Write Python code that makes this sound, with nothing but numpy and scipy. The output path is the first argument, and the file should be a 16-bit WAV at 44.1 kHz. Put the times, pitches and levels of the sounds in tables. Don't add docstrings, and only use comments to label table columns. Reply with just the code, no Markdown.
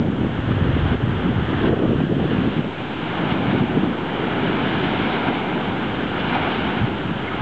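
import sys
import numpy as np
from scipy import signal
from scipy.fft import rfft, irfft, next_fast_len
from scipy.io import wavfile
from scipy.ndimage import uniform_filter1d

SR = 44100
rng = np.random.default_rng(int(sys.argv[2]) if len(sys.argv) > 2 else 0)


def master(y):
    cut = np.clip(np.atleast_2d(y).T, -1, 1)
    pcm = np.round(cut * 32767)
    wavfile.write(sys.argv[1], SR, pcm.astype(np.int16))


def volts_from_db(level):
    exponent = np.asarray(level, float) / 20
    return 10 ** exponent


N = 327037

# t/s, roar level/dB, spray hiss over roar/dB, front wash against side breakers/0-1
SURF = [(0, -36, -5.5, 0.66), (.5, -31.5, -6.5, 0.28), (.9, -28, -7, 0.4), (1.3, -26.5, -6.5, 0.4),
        (1.65, -23.5, -7.5, 0.2), (1.95, -29, -5.5, 0.2), (2.12, -29, -4, .2), (2.3, -25.5, -5, 0.26),
        (2.55, -29, -4, 0.5), (2.7, -30, -3.5, 0.8), (2.95, -29, -4, 0.65), (3.25, -25.5, -6, 0.55),
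        (3.55, -25.5, -5, 0.88), (3.85, -27.5, -6.5, 0.5), (4.05, -28.5, -6, 0.65), (4.22, -27, -6, 0.6),
        (4.4, -25, -6.5, 0.8), (4.75, -26, -4, 0.63), (5.1, -25.5, -3.5, 0.92), (5.5, -27.5, -5.5, 0.93),
        (6.1, -29.5, -5, 0.44), (6.33, -24.5, -6, 0.95), (6.46, -27, -4.5, 0.7), (6.6, -26, -4.5, 0.8),
        (7.15, -30.5, -6, 0.5), (7.42, -27.5, -6.5, 0.66)]
# t of trough/s, nominal depth/dB, f/Hz
POPS = [(0.102, -9, 220), (0.236, -11, 243), (0.27, -10.5, 173), (0.511, -9, 173), (0.614, -10.5, 178),
        (0.626, -7.5, 129), (0.754, -15, 117), (0.944, -14, 224), (1.039, -9, 139), (1.262, -8.5, 191),
        (1.307, -11, 157), (1.388, -12, 141), (1.675, -9.5, 268), (1.706, -13.5, 121), (1.731, -10, 158),
        (1.805, -10, 232), (1.836, -6, 279), (1.92, -7.5, 290), (1.933, -6, 348), (1.955, -16, 107),
        (1.998, -16, 147), (2.017, -9, 202), (2.039, -5, 230), (2.124, -5.5, 286), (2.168, -6.5, 237),
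        (2.258, -9, 259), (2.334, -6, 247), (2.388, -6.5, 190), (2.446, -12, 265), (2.475, -7, 236),
        (2.567, -9, 222), (2.593, -5.5, 231), (2.645, -14, 340), (3.255, -13, 200), (3.324, -7, 182),
        (3.343, -11.5, 245), (3.424, -12, 237), (3.541, -12, 279), (3.551, -7, 282), (3.563, -14, 324),
        (3.64, -8, 250), (3.698, -8, 250), (3.773, -5, 280), (3.794, -11, 237), (3.814, -14, 218),
        (3.835, -4.5, 253), (3.875, -12, 210), (4.447, -16, 272), (5.018, -14, 150), (5.287, -9, 225),
        (6.816, -10, 150), (6.826, -14, 150), (6.835, -10, 153), (6.844, -11, 132), (7.096, -13, 282),
        (7.114, -18, 147), (7.157, -19, 168), (7.408, -16, 158)]
# t of crest/s, nominal height/dB, f/Hz
SHOVES = [(.189, -10, 219), (.259, -11, 237), (.835, -10.5, 123), (0.943, -12, 315), (1.076, -8.5, 198),
          (1.135, -14, 262), (1.293, -12, 218), (1.302, -8, 221), (1.364, -9, 148), (1.425, -10.5, 150),
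          (1.546, -12, 212), (1.694, -6, 306), (1.853, -7.5, 282), (1.895, -8.5, 315), (2.1, -10, 227),
          (2.254, -12, 262), (2.402, -11, 250), (2.418, -7, 190), (2.465, -9, 232), (3.577, -7, 222),
          (3.613, -6, 182), (3.622, -7, 246), (4.198, -11.5, 294), (4.87, -13, 163), (5.0, -9, 284),
          (5.269, -12, 195), (5.794, -12, 253), (6.028, -16, 240), (6.245, -12, 196), (6.846, -10.5, 152),
          (7.061, -15, 250), (7.116, -11.5, 202), (7.345, -13, 286)]


def evened(x):
    return x / np.sqrt(np.mean(x ** 2) + 1e-20)


def read(points, hz):
    f, value = np.transpose(points)
    return np.interp(np.log(hz + 1), np.log(f + 1), value)


def columns(rows, t):
    s, *values = np.transpose(rows)
    return [np.interp(t, s, v) for v in values]


def coloured(x, points):
    size = next_fast_len(len(x))
    gain = volts_from_db(read(points, np.fft.rfftfreq(size, 1 / SR)))
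    return irfft(rfft(x, size) * gain, size)[:len(x)]


def wander(seconds):
    size = max(round(seconds * SR), 2)
    once = uniform_filter1d(rng.standard_normal(N), size)
    return evened(uniform_filter1d(once, size))


def bumps(rows, t, fall_s):
    return sum(db * np.exp(-((t - s) / np.where(t < s, rise_s, fall_s)) ** 2) for s, rise_s, db in rows)


def level_dips(t):
    # t/s, nominal depth/dB
    dips = [(0, 0.5), (.935, 6.5), (1.28, 3.5), (1.685, 6.5), (2.045, 5), (2.6, 3.5), (3.345, 1.5),
            (3.6, 3), (5.305, 0.5), (6.83, 1.5)]
    fall_s, return_s = 0.016, 0.48
    loss_db = 0
    for s, db in dips:
        since_s = np.maximum(t - s, 0)
        loss_db = loss_db + db * (1 - np.exp(-since_s / fall_s)) * np.exp(-since_s / return_s)
    return loss_db


def slab_comb(hz, delay_ms, strength, rough_hz):
    echo = (strength / (1 + (hz / rough_hz) ** 6))[:, None]
    return abs(1 + echo * np.exp(-2j * np.pi * hz[:, None] * delay_ms / 1e3)) ** 2


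def surf():
    # f/Hz, spectral density/dB
    surf_colour = [(60, -32), (150, -12), (300, 4.5), (560, -6), (750, 0.66), (930, 1), (1200, -2.5),
                   (1550, -3), (2000, -4), (2500, -1.5), (3000, -3), (3400, -3), (3800, -9.5), (4300, -19),
                   (4800, -27), (5500, -31), (8000, -76)]
    # t of crest/s, level added to roar/dB, spray added/dB
    slaps = [(.52, 5.5, -2.5), (1.265, 3, -2.5), (1.545, 4, -4.5), (1.67, 2.5, 0), (2.33, -0.5, 0),
             (3.324, 2, 3), (4.24, 1, -0.5), (4.85, -1, 1.5), (5.14, -2, 4), (5.289, 6.5, -4),
             (6.21, -2, 6), (6.3, 0, 4), (6.335, 0.5, .1), (6.356, 2, 2), (6.372, 4.5, -3), (6.43, 2, 0),
             (6.455, 2.5, -1), (6.485, 6, -3.5), (6.52, 2, -0.5), (6.56, 1.5, 1.5), (7.29, 0.5, -.6)]
    # t/s, side echo delay as a share of its usual value
    side_reach = [(0, 1.01), (1.6, 1), (1.8, 1.03), (2.4, 1.03), (2.9, 1.06), (4, 1.01), (7.42, 1.04)]
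    slap_rise_s, slap_fall_s = 0.021, 0.0053
    front_dull_hz = 4600
    frames, hz = N // 128 + 5, np.fft.rfftfreq(512, 1 / SR)
    t = (np.arange(frames) * 128 / SR)[None]

    roar_db, bright_db, front = columns(SURF, t)
    front = np.clip(front, 0, 1)
    roar_db = roar_db - level_dips(t) + bumps([(s, slap_rise_s, db) for s, db, _ in slaps], t, slap_fall_s)
    bright_db = bright_db + bumps([(s, slap_rise_s, db) for s, _, db in slaps], t, slap_fall_s)

    real, imag, patches = rng.standard_normal((frames, 257, 3)).T
    patches = evened(uniform_filter1d(uniform_filter1d(patches, 6, 0), 20, 1))
    splashes = evened(uniform_filter1d(rng.standard_normal(frames), 8))

    reach, = columns(side_reach, t)
    side = slab_comb(hz, 0.63 * reach, 0.75, 3300)
    near = slab_comb(hz, 1.34, 0.5, 3040) / (1 + (hz[:, None] / front_dull_hz) ** 6)
    shape = np.sqrt((1 - front) * side + front * near)
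    shape = shape * volts_from_db(read(surf_colour, hz)[:, None])
    body = (hz > 650) & (hz < 1800)
    shape = shape / np.sqrt((shape[body] ** 2).sum(0))

    spray = np.clip(np.log((hz[:, None] + 1) / 1100) / np.log(2.6), 0, 1.4)
    level_db = roar_db + spray * bright_db + 0.41 * patches + 0.41 * splashes
    z = (real + 1j * imag) * shape * volts_from_db(level_db)
    return signal.istft(z, nperseg=512, noverlap=384)[1][:N] * volts_from_db(1.5)


def foam():
    bursts_per_s, foam_db, spread_db = 600, -8.5, 4
    low_hz, high_hz, tilt_db = 706, 2360, -3.5
    decay_cycles, glide = 4.5, 0.03
    t = np.arange(N) / SR
    roar_db, _, front = columns(SURF, t)
    strength_db = spread_db * np.minimum(rng.exponential(1, N), 4)
    burst = volts_from_db(strength_db) * (rng.random(N) < bursts_per_s / SR)
    kind, out = rng.integers(0, 20, N), np.zeros(N)
    for k, small in enumerate(np.linspace(0, 1, 20)):
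        turns = np.arange(800) * low_hz * (high_hz / low_hz) ** small / SR
        envelope = (1 - np.exp(-turns ** 2)) * np.exp(-3 * turns / decay_cycles)
        ring = -np.sin(2 * np.pi * turns * (1 + glide * turns)) * envelope
        out += signal.oaconvolve(burst * (kind == k), volts_from_db(tilt_db * small) * ring)[:N]
    return evened(out) * np.clip(front, 0, 1) * volts_from_db(roar_db - level_dips(t) + foam_db)


def bubbles():
    # t/s, length/s, starting f/Hz, peak level/dB
    lone_bubbles = [(7.268, 0.03, 2110, -28.5), (7.277, .02, 1960, -34), (7.289, 0.066, 1250, -28),
                    (7.32, .028, 2140, -35)]
    glide = 0.03
    out = np.zeros(N + SR)
    for s, length_s, hz, db in lone_bubbles:
        u = np.arange(max(round(length_s * SR), 2)) / (length_s * SR)
        phase = 2 * np.pi * np.cumsum(hz * (1 + glide * u)) / SR
        out[round(s * SR):][:len(u)] += volts_from_db(db) * np.sin(phase) * np.sin(np.pi * u) ** 2
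    return out[:N]


def wind():
    # t/s, flutter level/dB, thud level/dB, gustiness/0-1, share of quick eddies/0-1
    wind_run = [(0, -21.5, -29, 0.9, 0), (.25, -25, -33.5, .95, 0.05), (.4, -27, -24.5, 1, 0.2),
                (.62, -22, -24, 0.7, 0.1), (.85, -24, -18.5, 1, 0.4), (1.1, -26, -26.5, 1, .2),
                (1.35, -26.5, -24, 0.7, 0.6), (1.55, -27, -25.5, 0.8, 0.9), (1.75, -25.5, -26, 1, 0.9),
                (2.1, -23, -29.5, 0.9, 0.2), (2.48, -20.5, -34, 1, 0.1), (2.65, -28, -36, 0.9, 0.6),
                (3.0, -27, -40.5, 0.2, 0.3), (3.3, -22, -37, 0.4, 0.6), (3.8, -21.5, -35, 0.7, 0),
                (4.0, -27, -37.5, 0.8, 0.93), (4.5, -22, -36, 0.3, 0.4), (4.95, -22.5, -34, 0.1, 0.9),
                (5.45, -24.5, -43, .3, 0.9), (6.1, -25, -34.5, 0.2, 0.6), (6.75, -25, -32, 0.2, 0.8),
                (7.42, -29, -36.5, 0.03, 0.7)]
    # t of peak/s, build-up/s, flutter added/dB
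    gusts = [(.12, 0.085, 1), (.21, .07, 1.5), (.27, 0.05, 6.5), (.62, 0.045, -1), (.72, 0.032, 3.5),
             (.945, 0.029, 9), (.98, 0.026, -10), (1.27, 0.036, 3.5), (1.31, .03, 11), (1.39, .05, 2.5),
             (1.53, 0.095, 2), (1.58, 0.026, 0.5), (1.695, 0.07, 11.5), (1.735, .025, 7.5), (1.76, 0.03, 0),
             (1.85, 0.044, 7.5), (1.92, 0.054, 5.5), (2.04, 0.054, 3), (2.07, 0.033, -4.5), (2.13, .05, 6),
             (2.25, 0.048, 3.5), (2.33, 0.047, 2.5), (2.55, 0.015, -12), (2.6, 0.044, 3.5),
             (2.68, 0.037, 2.5), (2.74, 0.021, -1.5), (3.08, 0.022, -0.5), (3.24, 0.037, 2.5),
             (3.55, 0.034, 6.5), (3.625, 0.023, 4), (3.68, 0.039, -4.5), (3.78, 0.033, 4.5),
             (3.85, 0.037, 1), (4.12, 0.016, 3.5), (4.25, 0.06, 3), (4.5, 0.18, 3), (6.03, .03, 2),
             (6.08, .04, -1.5), (7.16, 0.028, 1.5)]
    # t of peak/s, build-up/s, thud added/dB
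    heaves = [(.27, 0.065, 5), (.99, 0.032, -9), (1.27, 0.065, 3), (1.69, 0.092, 2.5), (1.82, 0.063, -11),
              (1.89, 0.045, 4), (2.31, 0.045, -14), (2.4, .06, 7.5), (5.3, 0.16, 2.5), (5.41, 0.035, 6.5),
              (5.7, 0.046, 13), (6.54, 0.054, -13), (6.67, 0.07, 0.5), (6.76, 0.046, -6), (6.83, 0.044, 10),
              (7.0, 0.074, -2), (7.1, 0.064, 7)]
    # f/Hz, spectral density/dB
    flutter_colour = [(60, -30.5), (110, -15), (170, -1.5), (260, -0.5), (370, -3.5), (520, -9.5),
                      (800, -20), (1500, -38), (3000, -86.5)]
    # f/Hz, spectral density/dB
    thud_colour = [(10, -36), (28, -23.5), (45, -6.5), (70, 1), (110, 2.5), (150, 1), (250, -46.5),
                   (600, -90.5)]
    # f/Hz, spectral density/dB
    rasp_colour = [(250, -20), (450, -2.5), (650, -1.5), (900, -5.5), (1400, -30)]
    gust_break_s, heave_break_s = 0.012, 0.032
    dip_db, dip_s = -4.5, 0.0054
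    rasp_db, rasp_lumps = -22, 0.54
    t = np.arange(N) / SR

    flutter_db, thud_db, gusty, quick = columns(wind_run, t)
    quick = np.clip(quick, 0, 1)
    dips_db = bumps([(s, dip_s, dip_db) for s, *_ in POPS + SHOVES], t, dip_s)
    flutter_db = flutter_db + bumps(gusts, t, gust_break_s) + dips_db
    thud_db = thud_db + bumps(heaves, t, heave_break_s) + dips_db

    lumps_db = gusty * (2.9 * wander(0.005) + 0.28 * wander(0.014))
    push = rng.standard_normal(N) * volts_from_db(lumps_db)
    lazy_colour = [(hz * 0.75, db) for hz, db in flutter_colour]
    lively = evened(coloured(push, flutter_colour))
    lazy = evened(coloured(push, lazy_colour))
    flutter = evened(quick * lively + (1 - quick) * lazy)
    thud = evened(coloured(rng.standard_normal(N) * volts_from_db(0.37 * lumps_db), thud_colour))
    rasp = evened(coloured(push * volts_from_db(rasp_lumps * lumps_db), rasp_colour + [(3000, -90)]))
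    rasp = rasp * gusty * volts_from_db(rasp_db)
    return (flutter + rasp) * volts_from_db(flutter_db) + thud * volts_from_db(thud_db)


def pops():
    spread_turns, rebound_turns = 0.56, 0.11
    out = np.zeros(N + SR)
    for way, rows in ((-1.01, POPS), (0.89, SHOVES)):
        for s, db, hz in rows:
            reach = round(2 * SR / hz)
            turns = np.arange(-reach, reach) * hz / SR
            envelope = np.exp(-((turns - rebound_turns) / spread_turns) ** 2)
            swing = way * np.cos(2 * np.pi * turns) * envelope
            swing = swing - swing.mean() * 2 * np.hanning(2 * reach)
            out[round(s * SR) - reach:][:2 * reach] += volts_from_db(db) * swing
    return out[:N]


def electronics():
    # f/Hz, level/dB rms
    whines = [(4388, -78), (6223, -86), (6665, -87), (7584, -89)]
    hiss_db, waver = -59.5, 0.0006
    hiss = volts_from_db(hiss_db) * rng.standard_normal(N)
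    clock_s = np.cumsum(1 + waver * wander(0.045)) / SR
    tones = sum(volts_from_db(db) * np.sqrt(2) * np.sin(2 * np.pi * hz * clock_s) for hz, db in whines)
    return hiss + tones


def scene():
    return (surf() + foam() + bubbles() + wind() + pops())[None]


def low_pass(x):
    return signal.sosfilt(signal.butter(12, 8250, fs=SR, output="sos"), x)


def record(dry):
    ceiling, roll_off_hz, edge_hz, offset = 0.49, 5260, 8010, -0.0077
    limited = ceiling * np.tanh(dry / ceiling)
    roll_off = signal.butter(4, roll_off_hz, fs=SR, output="sos")
    dulled = signal.sosfilt(roll_off, limited)
    edge = signal.firwin(401, edge_hz, window=("kaiser", 10), fs=SR)
    mix = signal.oaconvolve(dulled + electronics(), edge[None], "same") + offset
    return low_pass(mix)


dry = scene()
out = record(dry)
master(out)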